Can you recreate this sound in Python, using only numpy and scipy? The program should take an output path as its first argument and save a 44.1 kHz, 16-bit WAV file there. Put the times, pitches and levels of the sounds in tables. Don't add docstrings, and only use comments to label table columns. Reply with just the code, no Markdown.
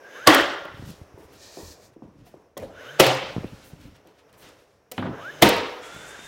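import sys
import numpy as np
from scipy import signal
from scipy.fft import rfft, irfft
from scipy.io import wavfile

SR = 44100
rng = np.random.default_rng(int(sys.argv[2]) if len(sys.argv) > 2 else 0)


def to_wav(sig):
    pcm = np.clip(np.atleast_2d(sig), -1, 1) * 32767
    pcm = np.round(pcm).astype(np.int16)
    wavfile.write(sys.argv[1], SR, pcm.T)


N = 276507

# (time [s], peak level [dB], boom pitch [Hz], boom level [dB], crack level [dB])
SHOTS = [
    (0.273, 7, 311.2, -3, -7),
    (2.999, 2.5, 548, -4, 3.5),
    (5.424, 3.5, 202.3, 1, 6.5),
]


def from_db(db):
    return 10 ** (np.asarray(db) / 20)


def rms_one(x):
    return x / np.sqrt(np.mean(x ** 2) + 1e-20)


def peak_one(x):
    return x / np.abs(x).max()


def at_hz(points, hz):
    table_hz, value = np.transpose(points)
    return np.interp(np.log(hz + 1), np.log(table_hz), value)


def coloured(spectrum, size=N):
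    white = rfft(rng.standard_normal(size))
    gain = from_db(at_hz(spectrum, np.fft.rfftfreq(size, 1 / SR)))
    return rms_one(irfft(white * gain, size))


def flicker(rate, depth_db):
    knots = rng.standard_normal(800)
    return from_db(depth_db * np.interp(np.arange(N) / SR * rate, np.arange(len(knots)), knots))


def swell(s, rise_s, hold_s, db, fall_s):
    t = np.arange(N) / SR
    away = np.maximum((s - t) / rise_s, (t - s - hold_s) / fall_s)
    return from_db(db - 14 * np.maximum(away, 0))


def ring(x, hz, t60):
    r, w = from_db(-60 / (t60 * SR)), 2 * np.pi * hz / SR
    return signal.lfilter([0, np.sin(w)], [1, -2 * r * np.cos(w), r * r], x + 1e-18)


def high(x, hz):
    return signal.sosfilt(signal.butter(2, hz, "high", fs=SR, output="sos"), x)


def burst(t60, size=4096, rise_s=0.00033):
    t = np.arange(size) / SR
    return rng.standard_normal(size) * np.minimum(t / rise_s, 1) * from_db(-60 * t / t60)


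def tone(hz, gain, wobble=.004):
    hz = hz * flicker(110, wobble * 20 / np.log(10))
    return np.sqrt(2) * gain * flicker(36, 1.3) * np.sin(2 * np.pi * np.cumsum(hz) / SR)


def add(out, s, x):
    i = round(s * SR)
    out[i:i + len(x)] += x[:N - i]


def room(colour, build_s, uneven_db):
    # (frequency [Hz], t60 [s])
    room_t60 = [(60, 0.38), (160, 0.38), (420, 0.62), (1100, 0.79), (2910, 0.74), (5500, 0.64),
                (8000, 0.43), (12000, 0.35)]
    t, tail = np.arange(SR) / SR, 0
    edges = 45 * 2 ** np.arange(0, 8.6, .5)
    white = [coloured(colour, SR), coloured(colour, SR)]
    clumps = flicker(70, uneven_db)[:SR]
    for k, (low, top) in enumerate(zip(edges, edges[1:])):
        band = signal.sosfilt(signal.butter(2, [low, top], "band", fs=SR, output="sos"), white[k % 2])
        own_clumps = np.roll(clumps, k * 1500)
        t60 = at_hz(room_t60, np.sqrt(low * top))
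        tail = tail + band * own_clumps * np.exp(-np.log(1000) * t / t60)
    tail = tail * clumps ** 0.4 * (1 - np.exp(-t / build_s))
    return tail / np.sqrt(np.sum(tail ** 2))


def house():
    # (frequency [Hz], density [dB per Hz])
    hum_colour = [(88, -44), (150, -19.5), (383, 0.5), (414, 2), (589, 1), (790, -6), (1170, -8.5),
                  (2650, -17.5), (3100, -23.5), (4410, -29), (5570, -18.5), (7770, -34), (16000, -34)]
    # (time [s], level [dB])
    murmur_levels = [(0.0, -50.5), (0.2, -50.5), (0.96, -55.5), (1.57, -53.5), (1.83, -57), (1.99, -64.5),
                     (2.43, -61.5), (2.62, -71), (2.8, -48.5), (3.54, -55.5), (4.21, -62), (4.47, -52.5),
                     (4.73, -63), (4.941, -65), (5.149, -49), (5.729, -47.5), (6.1, -49.5), (6.27, -55.5)]
    murmur = from_db(np.interp(np.arange(N) / SR, *np.transpose(murmur_levels)))
    answer = sum(swell(shot[0], 0.006, hold_s=0.34, db=-52, fall_s=0.154) for shot in SHOTS)
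    return coloured(hum_colour) * (murmur + answer) * flicker(19, 0.72)


def floor_sway():
    # (frequency [Hz], density [dB per Hz])
    shake_colour = [(12, -42), (20, -15.5), (75, 0.5), (102, -0.5), (200, -5), (242, -8), (300, -0.5),
                    (390, -36), (660, -120)]
    # (time [s], rise [s], hold [s], level [dB], fall [s])
    sways = [(0.41, .08, .01, -44, 0.074), (0.66, .1, 0.05, -65, .1), (0.842, 0.19, 0.017, -48, 0.17),
             (1.354, 0.23, 0.039, -60.5, 0.18), (1.753, 0.17, 0.11, -64, 0.19),
             (2.208, 0.086, 0.016, -50.5, 0.088), (2.623, 0.029, 0.048, -46.5, 0.11),
             (3.298, 0.15, .02, -50, 0.15), (3.445, .1, 0.031, -49, 0.071), (3.85, 0.26, 0.027, -48, 0.098),
             (4.46, 0.17, 0.018, -59, 0.1), (4.744, .06, 0.033, -79, 0.064), (4.995, 0.027, .05, -56.5, .1),
             (5.497, .1, 0.097, -46, 0.12), (6.0, 0.13, 0.04, -56.5, 0.087), (6.26, 0.18, .02, -54.5, .1)]
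    still_db = -71
    shifts = from_db(still_db) + sum(swell(*row) for row in sways)
    return coloured(shake_colour) * flicker(20, 0.75) * shifts


def shoes_and_cloth():
    # (frequency [Hz], density [dB per Hz])
    scuff_colour = [(880, -45.5), (1500, -14), (1850, 2.5), (2060, -21), (2340, -1), (2830, -8.5),
                    (4330, 2.5), (6760, -1), (9750, -13), (16000, -16)]
    # (frequency [Hz], density [dB per Hz])
    cloth_colour = [(530, -30), (900, -2.5), (1120, -11.5), (1390, -1), (1590, -4), (2470, -6), (2630, -4),
                    (5610, -10.5), (16000, -23.5)]
    # (time [s], rise [s], hold [s], level [dB], fall [s])
    scuffs = [
        (1.426, 0.071, 0.3, -49.5, 0.04),
        (1.834, 0.059, 0.025, -56.5, 0.034),
    ]
    # (time [s], rise [s], hold [s], level [dB], fall [s])
    rustles = [(0.8, 0.095, 0.12, -56.5, 0.15), (1.196, 0.021, 0.054, -64.5, 0.11),
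               (1.337, 0.034, 0.018, -60, 0.056), (1.447, 0.09, 0.28, -66, 0.039),
               (1.934, 0.011, .004, -66.5, 0.017), (2.034, .02, .01, -72, 0.088),
               (2.19, .04, 0.022, -71, 0.016), (2.265, .03, .01, -62, 0.1), (3.3, 0.12, 0.22, -59.5, 0.18),
               (3.648, 0.33, 0.056, -60.5, 0.18), (3.81, 0.024, 0.051, -60, 0.13),
               (3.959, 0.0086, .004, -62.5, 0.022), (4.071, 0.014, 0.0061, -62.5, 0.043),
               (4.111, 0.037, 0.045, -74, 0.055), (4.192, 0.017, 0.0041, -60, 0.04),
               (4.294, 0.015, 0.0044, -65.5, 0.014), (4.337, 0.0082, 0.0026, -58.5, 0.034),
               (4.425, 0.031, 0.06, -52.5, 0.074), (4.593, 0.014, .004, -66, 0.13),
               (5.66, 0.053, 0.047, -59, 0.13)]
    # (time [s], hold [s], level [dB])
    swishes = [
        (0.859, 0.043, -56),
        (1.184, .07, -65),
        (1.33, .03, -63),
        (2.262, 0.026, -63.5),
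        (3.649, 0.049, -57),
        (4.38, 0.051, -58),
    ]
    still_db = -84
    grain = coloured(scuff_colour) * sum(swell(*row) for row in scuffs)
    rustle = from_db(still_db) + sum(swell(*row) for row in rustles)
    grain += coloured(cloth_colour) * flicker(91, 1.1) * rustle
    for hz in (3000, 6000, 9500, 13000):
        grain += high(grain, hz) * (flicker(8, 2.3) - 1)
    swish = sum(swell(s, .012, hold_s, db, 0.028) for s, hold_s, db in swishes)
    grain += rms_one(high(rng.standard_normal(N), 7450)) * swish
    return grain * flicker(30, 0.98)


def saw():
    # (frequency [Hz], density [dB per Hz])
    rush_colour = [(120, -39), (200, -18), (509, -24.5), (579, -8), (1100, -9.5), (1480, -4), (2700, -10),
                   (3620, -10.5), (4270, -18), (7140, -13.5), (16000, -36)]
    # (time [s], rise [s], hold [s], level [dB], fall [s])
    clear_motor = (5.88, .08, .07, -48, .1)
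    # (time [s], rise [s], hold [s], level [dB], fall [s])
    blurred_motor = (6.03, .1, .15, -51, .15)
    blade_dips = (5.89, 6.16)
    start_s, rise_s, rush_db, blade_db = 5.81, 0.02, -46, -54
    since = np.maximum(np.arange(N) / SR - start_s, 0)
    on = np.minimum(since / rise_s, 1)

    dips = sum(swell(s, .025, .015, -5, .02) for s in blade_dips)
    patchy = flicker(70, 2.0) * np.clip(1 - dips, .05, 1)
    blade_hz = 3280 + 520 * (1 - np.exp(-since / .35))
    blade = tone(blade_hz, on * from_db(blade_db) * patchy, wobble=.006)

    motor_hz = 1310 + 710 * since
    hum = tone(motor_hz, swell(*clear_motor) * flicker(80, 3), wobble=.016)
    hum += tone(motor_hz, swell(*blurred_motor) * flicker(120, 5), wobble=.08)

    rush = coloured(rush_colour)
    rush += high(rush, 5000) * (flicker(22, 2.6) - 1)
    return blade + hum + rush * on * flicker(36, 0.34) * from_db(rush_db)


def thumps():
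    # (time [s], peak level [dB], pitch [Hz], bite: how far the pitch starts above [ratio])
    bumps = [(0.743, -37, 111, .3), (0.78, -43, 90, .3), (0.795, -30, 130, .6), (.804, -39, 130, .3),
             (0.8242, -29, 222, 0.24), (.835, -30, 95, .6), (.863, -36, 140, .6), (0.875, -31.5, 130, .3),
             (.891, -30, 190, 0.28), (0.901, -29.5, 168, 0.4), (.913, -35, 150, .3), (.937, -45, 120, .3),
             (1.015, -32, 85, 2.2), (1.142, -38.5, 95, .6), (1.25, -44, 81, .6), (1.63, -38, 80, 0.46),
             (1.654, -39, 81.5, .7), (1.677, -40, 72.6, 0.65), (1.704, -44, 73, .6),
             (3.238, -34.5, 200, .3), (3.3644, -15.5, 110, 4.1), (3.375, -29, 250, 0.95),
             (3.381, -17, 170, 0.69), (3.394, -36, 110, .3), (3.406, -30, 120, 0.55),
             (3.4345, -29, 420, 0.51), (3.442, -29, 262, 0.74), (3.4445, -19, 230, 0.79),
             (3.453, -27, 130, 0.54), (3.464, -39, 140, .3), (3.523, -36, 150, 0.73),
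             (3.531, -31.5, 170, 0.33), (3.54, -37, 110, .3), (3.734, -31, 148, .3),
             (3.854, -33.5, 166, .3), (4.993, -26, 130, .3), (5.109, -33, 140, .3), (5.135, -32, 140, .3),
             (5.947, -38.5, 174.4, 1.2), (5.963, -36, 150, 0.33), (5.997, -44, 150, .3),
             (6.191, -36, 299, 0.56)]
    out, t = np.zeros(N), np.arange(4096) / SR
    bite_s = 0.0011
    for s, db, hz, bite in bumps:
        turns = hz * (t + bite * bite_s * (1 - np.exp(-t / bite_s)))
        sway = np.sin(2 * np.pi * turns) * np.exp(-turns * 1.42) * (1 - np.exp(-turns * 8))
        add(out, s, peak_one(sway) * from_db(db))
    return out


def ticks():
    # (time [s], peak level [dB])
    spits = [(0.3174, -21), (0.4104, -21), (0.4254, -29), (0.9044, -30.5), (1.335, -41), (1.9302, -67),
             (3.0444, -17.5), (3.149, -25), (3.8137, -44.5), (3.9644, -47), (4.0721, -41.5), (4.1921, -62),
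             (4.328, -40.5), (4.4896, -40), (5.4548, -22.5), (5.4744, -24), (5.5644, -24), (5.5794, -31),
             (5.9444, -38)]
    out = np.zeros(N)
    for s, db in spits:
        add(out, s, high(burst(0.014), 2000) * from_db(db - 9.0))
    return out


def struck_wood(push, hz, t60, tilt_db):
    modes = ((.55, -15.5), (1, 8.5), (1.3, -2.5), (1.75, -7.5),
             (2.4, -7.5), (3.1, -6), (4.2, -10.5), (5.6, 0.5))
    return sum(ring(push, hz * k, t60 / k ** 1.4) * from_db(db + tilt_db * np.log2(k)) for k, db in modes)


def knocks(rows, t60, rise_s, thud_hz, click_hz, click_top_hz, steel_db, tilt_db):
    # (frequency [Hz], level [dB], t60 [s])
    latch = [(4130, -27, 0.015), (5740, -23, 0.021), (6960, -20, 0.0088), (9230, -22, 0.0099)]
    dry, send, tap = np.zeros(N), np.zeros(N), np.eye(1, 2048)[0]
    soften = signal.butter(3, thud_hz, fs=SR, output="sos")
    snap = signal.butter(4, [click_hz, min(click_top_hz, .45 * SR)], "band", fs=SR, output="sos")
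    for s, db, hz, click_db, room_db in rows:
        push = signal.sosfilt(soften, burst(0.029, rise_s=max(rise_s, 1e-4)))
        wood = struck_wood(push, hz, t60, tilt_db)
        click = signal.sosfilt(snap, burst(0.017))
        click += sum(ring(click, f, d) * from_db(g + steel_db) for f, g, d in latch)
        near = high(wood, 166) / np.abs(wood).max() + peak_one(click) * from_db(click_db)
        add(dry, s, near * from_db(db - 1.5))

        plain = struck_wood(signal.sosfilt(soften, tap), hz, .015, tilt_db)
        far = peak_one(plain) + peak_one(signal.sosfilt(snap, tap)) * from_db(click_db)
        add(send, s, far * from_db(db + room_db + 7.0))
    tail = room([(50, 4.5), (16000, -4.5)], build_s=0.0048, uneven_db=4.0)
    return dry + signal.oaconvolve(high(send, 79), tail)[:N]


def footsteps():
    # (time [s], peak level [dB], ring pitch [Hz], click level [dB], room level [dB])
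    steps = [
        (1.173, -37, 378, -4, -8.5),
        (1.57, -28.5, 385, -2, -9),
        (1.961, -35.5, 301, -22.5, -13.5),
        (2.02, -31.5, 215.6, -8.5, -8.5),
        (2.265, -42, 686, -11, -12),
        (2.339, -33, 381, -3.5, -15),
        (4.049, -48.5, 373, -1, -2),
    ]
    return knocks(steps, t60=0.044, rise_s=0.0031, thud_hz=890, click_hz=453, click_top_hz=1050,
                  tilt_db=-4.0, steel_db=-58)


def body_bumps():
    # (time [s], peak level [dB], ring pitch [Hz], click level [dB], room level [dB])
    bumps = [
        (4.9795, -11.5, 251, -5, -11),
        (4.991, -18.5, 215, -31, -5),
        (5.023, -18, 218, -18, -4.5),
        (5.029, -17.5, 200, -22, -8),
        (5.039, -24, 170, -25, -12),
        (5.053, -18.5, 190, -21, -16),
        (5.061, -21.5, 170, -25, -14),
        (5.068, -22, 393, -20, -20),
        (5.078, -27, 150, -25, -13),
    ]
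    return knocks(bumps, t60=0.03, rise_s=0.0031, thud_hz=1860, click_hz=600, click_top_hz=3440,
                  tilt_db=5.5, steel_db=-66)


def nose_knocks():
    # (time [s], peak level [dB], ring pitch [Hz], click level [dB], room level [dB])
    taps = [
        (.652, -27.5, 600, -16, -17.5),
        (2.568, -23.5, 600, -28.5, -6),
        (2.573, -30.5, 560, 1, -22),
        (2.577, -32, 520, 5.5, -7.5),
        (2.599, -46.5, 536, 5, -6),
        (2.623, -27, 529, -17, -14),
        (2.63, -28, 543, -22.5, -17),
        (4.915, -35, 510, 7, -4.5),
        (4.919, -34.5, 740, 13.5, -15),
        (5.251, -36.5, 630, -10, -17.5),
    ]
    return knocks(taps, t60=0.069, rise_s=0.00054, thud_hz=2970, click_hz=1300, click_top_hz=16800,
                  tilt_db=0.0, steel_db=-12)


def motor():
    # (trigger time [s], run-up [s], whine level [dB], rush level [dB], unbalance level [dB])
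    run_ups = [
        (-0.008, 0.28, -39, -50, -66),
        (2.675, .254, -43.5, -51, -52.5),
        (5.043, .268, -35.5, -52, -55.5),
    ]
    octave_levels = (-11, -3, -20.5)
    # (time [s], hold [s], level [dB], pitch [Hz], climb [Hz per s])
    casing = [
        (.05, .015, -53, 1600, 500),
        (.122, .04, -50, 1640, 0),
        (2.78, .05, -53, 1440, 1700),
        (2.93, .05, -53, 1450, 50),
        (5.158, .06, -54, 1400, 3500),
    ]
    # (frequency [Hz], width [Hz], level [dB])
    housing = [(560, 180, -7), (1560, 320, -9), (3000, 400, -18), (3530, 260, -21), (5070, 220, -25),
               (6250, 350, -22.5), (10900, 400, -31.5), (13000, 400, -35)]
    full_speed_hz, poles = 148, 12
    clutch_s = .014
    t = np.arange(N) / SR
    speed, whine, octave, rush_gain, unbalance = np.zeros((5, N))
    for (s, run_up_s, whine_db, rush_db, unbalance_db), octave_db, shot in zip(run_ups, octave_levels, SHOTS):
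        share = np.clip((t - s) / run_up_s, 0, 1) * (t < shot[0] - clutch_s)
        speed += share
        driven = share ** 0.86 * from_db(whine_db) * np.clip((s + run_up_s - t) / 0.0062, 0, 1)
        whine += driven
        octave += driven * from_db(octave_db)
        rush_gain += np.minimum(share / 0.65, 1) ** 1.42 * from_db(rush_db)
        unbalance += share ** 2.3 * from_db(unbalance_db)

    lines = tone(full_speed_hz * speed, unbalance)
    for multiple, gain, wobble in ((1, whine, .002), (2, octave * flicker(60, 4), .01)):
        hz = multiple * poles * full_speed_hz * speed
        body = 1 / (1 + ((hz - 1550) / 580) ** 2) ** 2
        body += 1 / (1 + ((hz - 3050) / 170) ** 2) ** 2
        lines += tone(hz, gain * body, wobble=wobble)

    nearest = np.argmin([np.abs(t - row[0] - row[1] / 2) for row in casing], axis=0)
    start, _, _, casing_hz, climb = np.transpose(casing)[:, nearest]
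    chatter = sum(swell(s, 0.077, hold_s, db, .03) for s, hold_s, db, _, _ in casing)
    chatter_hz = casing_hz + climb * np.clip(t - start, -.1, .1)
    lines += tone(chatter_hz, chatter * flicker(90, 4), wobble=.04)

    white, rush = rng.standard_normal(N), 0
    for hz, width, db in housing:
        mode = rms_one(ring(white, hz, 3.4 / width / np.sqrt(max(hz / 2000, 1))))
        rush = rush + mode * np.sqrt(width) * from_db(db) * flicker(22, 2.6)
    air = coloured([(200, -8.0), (600, -4.5), (2000, 6.0), (5000, -10.0), (16000, -35.5)])
    rush = rms_one(rms_one(rush) + from_db(-8.0) * air)
    rush += high(rush, 3500) * (speed ** 0.61 - 1)
    return lines + high(rush, 430) * rush_gain * from_db(8)


def nailer():
    # (frequency [times boom pitch], level [dB], t60 [s])
    board = [(.4, -9, 0.074), (0.621, -12.5, 0.058), (1, 2, 0.096), (1.7, -1.5, 0.07), (2.399, -8, 0.023),
             (3.6, 5.5, 0.026)]
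    # (frequency [Hz], density [dB per Hz])
    wall_1 = [(29, -60), (50, -32.5), (193, -17), (329, -1.5), (418, -7.5), (694, -8), (802, -10.5),
              (1910, -10.5), (2320, -20), (3180, -14), (3950, -21.5), (16000, -43)]
    # (frequency [Hz], density [dB per Hz])
    wall_2 = [(29, -65.5), (50, -32), (135, -1.5), (229, -17), (277, -5.5), (380, -5), (545, -5.5),
              (802, -8), (973, -11.5), (1580, -15.5), (2750, -12.5), (16000, -38)]
    # (frequency [Hz], density [dB per Hz])
    wall_3 = [(29, -51), (50, -8), (128, -3), (408, 0), (439, 3.5), (559, -2.5), (1270, -9.5),
              (1470, -11.5), (1780, -9.5), (3760, -14), (6390, -24.5), (16000, -38)]
    # (frequency [Hz], level [dB], t60 [s])
    stud_sets = [
        [(290, -29.5, 0.76), (332, -26, .45), (567, -26, .7), (1186, -28.5, 0.59), (1395, -30, 1),
         (1927, -34, .45), (3137, -36, .4)],
        [(130, -24.5, 0.42), (312, -28, .35), (530, -22, .7), (750, -23.5, .45), (1141, -30.5, .6),
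         (2710, -33, 0.43)],
        [(210.5, -26, 0.32), (291.4, -29, .4), (495, -31.5, 1), (932, -26.5, 0.66), (1258, -27.5, 0.64),
         (2589, -35, 0.45)],
    ]
    # (frequency [Hz], level [dB], t60 [s], bite [s])
    pings = [
        (4690, 7.5, 0.0094, 0.00052),
        (2590, -7, .015, 0.00079),
        (3627, -8.5, 0.027, 0.0062),
    ]
    # (time [s], peak level [dB])
    returns = [
        (0.3476, -2),
        (3.067, -9.5),
        (5.4912, -5),
    ]
    out, t = np.zeros(N), np.arange(8192) / SR
    lead = .016
    waver = flicker(40, 5)
    spots = zip(SHOTS, (wall_1, wall_2, wall_3), stud_sets, pings)
    for (s, db, boom_hz, boom_db, crack_db), wall, studs, (ping_hz, ping_db, ping_t60, bite_s) in spots:
        blow = np.zeros(8192)
        add(blow, lead, burst(0.025))
        boom = high(sum(ring(blow, boom_hz * k, t60) * from_db(g) for k, g, t60 in board), 120)
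        dry = peak_one(boom) * from_db(boom_db + 2.5)
        dry += high(coloured(wall, 8192), 410) * from_db(-13.5 - 2700 * (lead - t)) * (t < lead)
        dry += coloured(wall, 8192) * from_db(2.5 - 60 * (t - lead) / 0.042) * (t >= lead)
        strike = t == t[round((lead + bite_s) * SR)]
        dry += ring(strike, ping_hz, ping_t60) * from_db(ping_db)
        crack = high(burst(0.055, rise_s=bite_s + 1e-4), 1900)
        add(dry, lead - .001 - bite_s / 2, crack * from_db(crack_db - 12.5))
        add(out, s - lead, high(dry, 110) * from_db(db - 2.0))

        tail = room(wall, build_s=0.0081, uneven_db=2.0)
        add(out, s, high(tail, 60) * from_db(db + 17.5))
        shove = burst(0.045, size=SR // 2)
        for stud_hz, stud_db, t60 in studs:
            waver = np.roll(waver, SR // 5)
            add(out, s, peak_one(ring(shove, stud_hz, t60)) * waver[:SR // 2] * from_db(db + stud_db))
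        springs = high(burst(0.4, size=SR // 2), 7000) * flicker(60, 2.8)[:SR // 2]
        add(out, s, springs * from_db(db - 36))
    for s, db in returns:
        add(out, s - .002, high(burst(.022, rise_s=.002), 1000) * from_db(db - 7))
    return out


def scene():
    background = house() + floor_sway() + shoes_and_cloth() + saw()
    handling = thumps() + ticks() + footsteps() + body_bumps() + nose_knocks()
    return (background + handling + motor() + nailer())[None]


def top_cut(x):
    return signal.sosfilt(signal.butter(12, 17010, fs=SR, output="sos"), x)


def record(dry):
    clip_top, top_hz = .67, 16300
    heard = high(dry, 22)
    flat = heard / (1 + np.abs(heard / clip_top) ** 5.0) ** (1 / 5.0)
    mix = signal.sosfilt(signal.cheby2(14, 40, top_hz, fs=SR, output="sos"), flat)
    return top_cut(mix)


dry = scene()
out = record(dry)
to_wav(out)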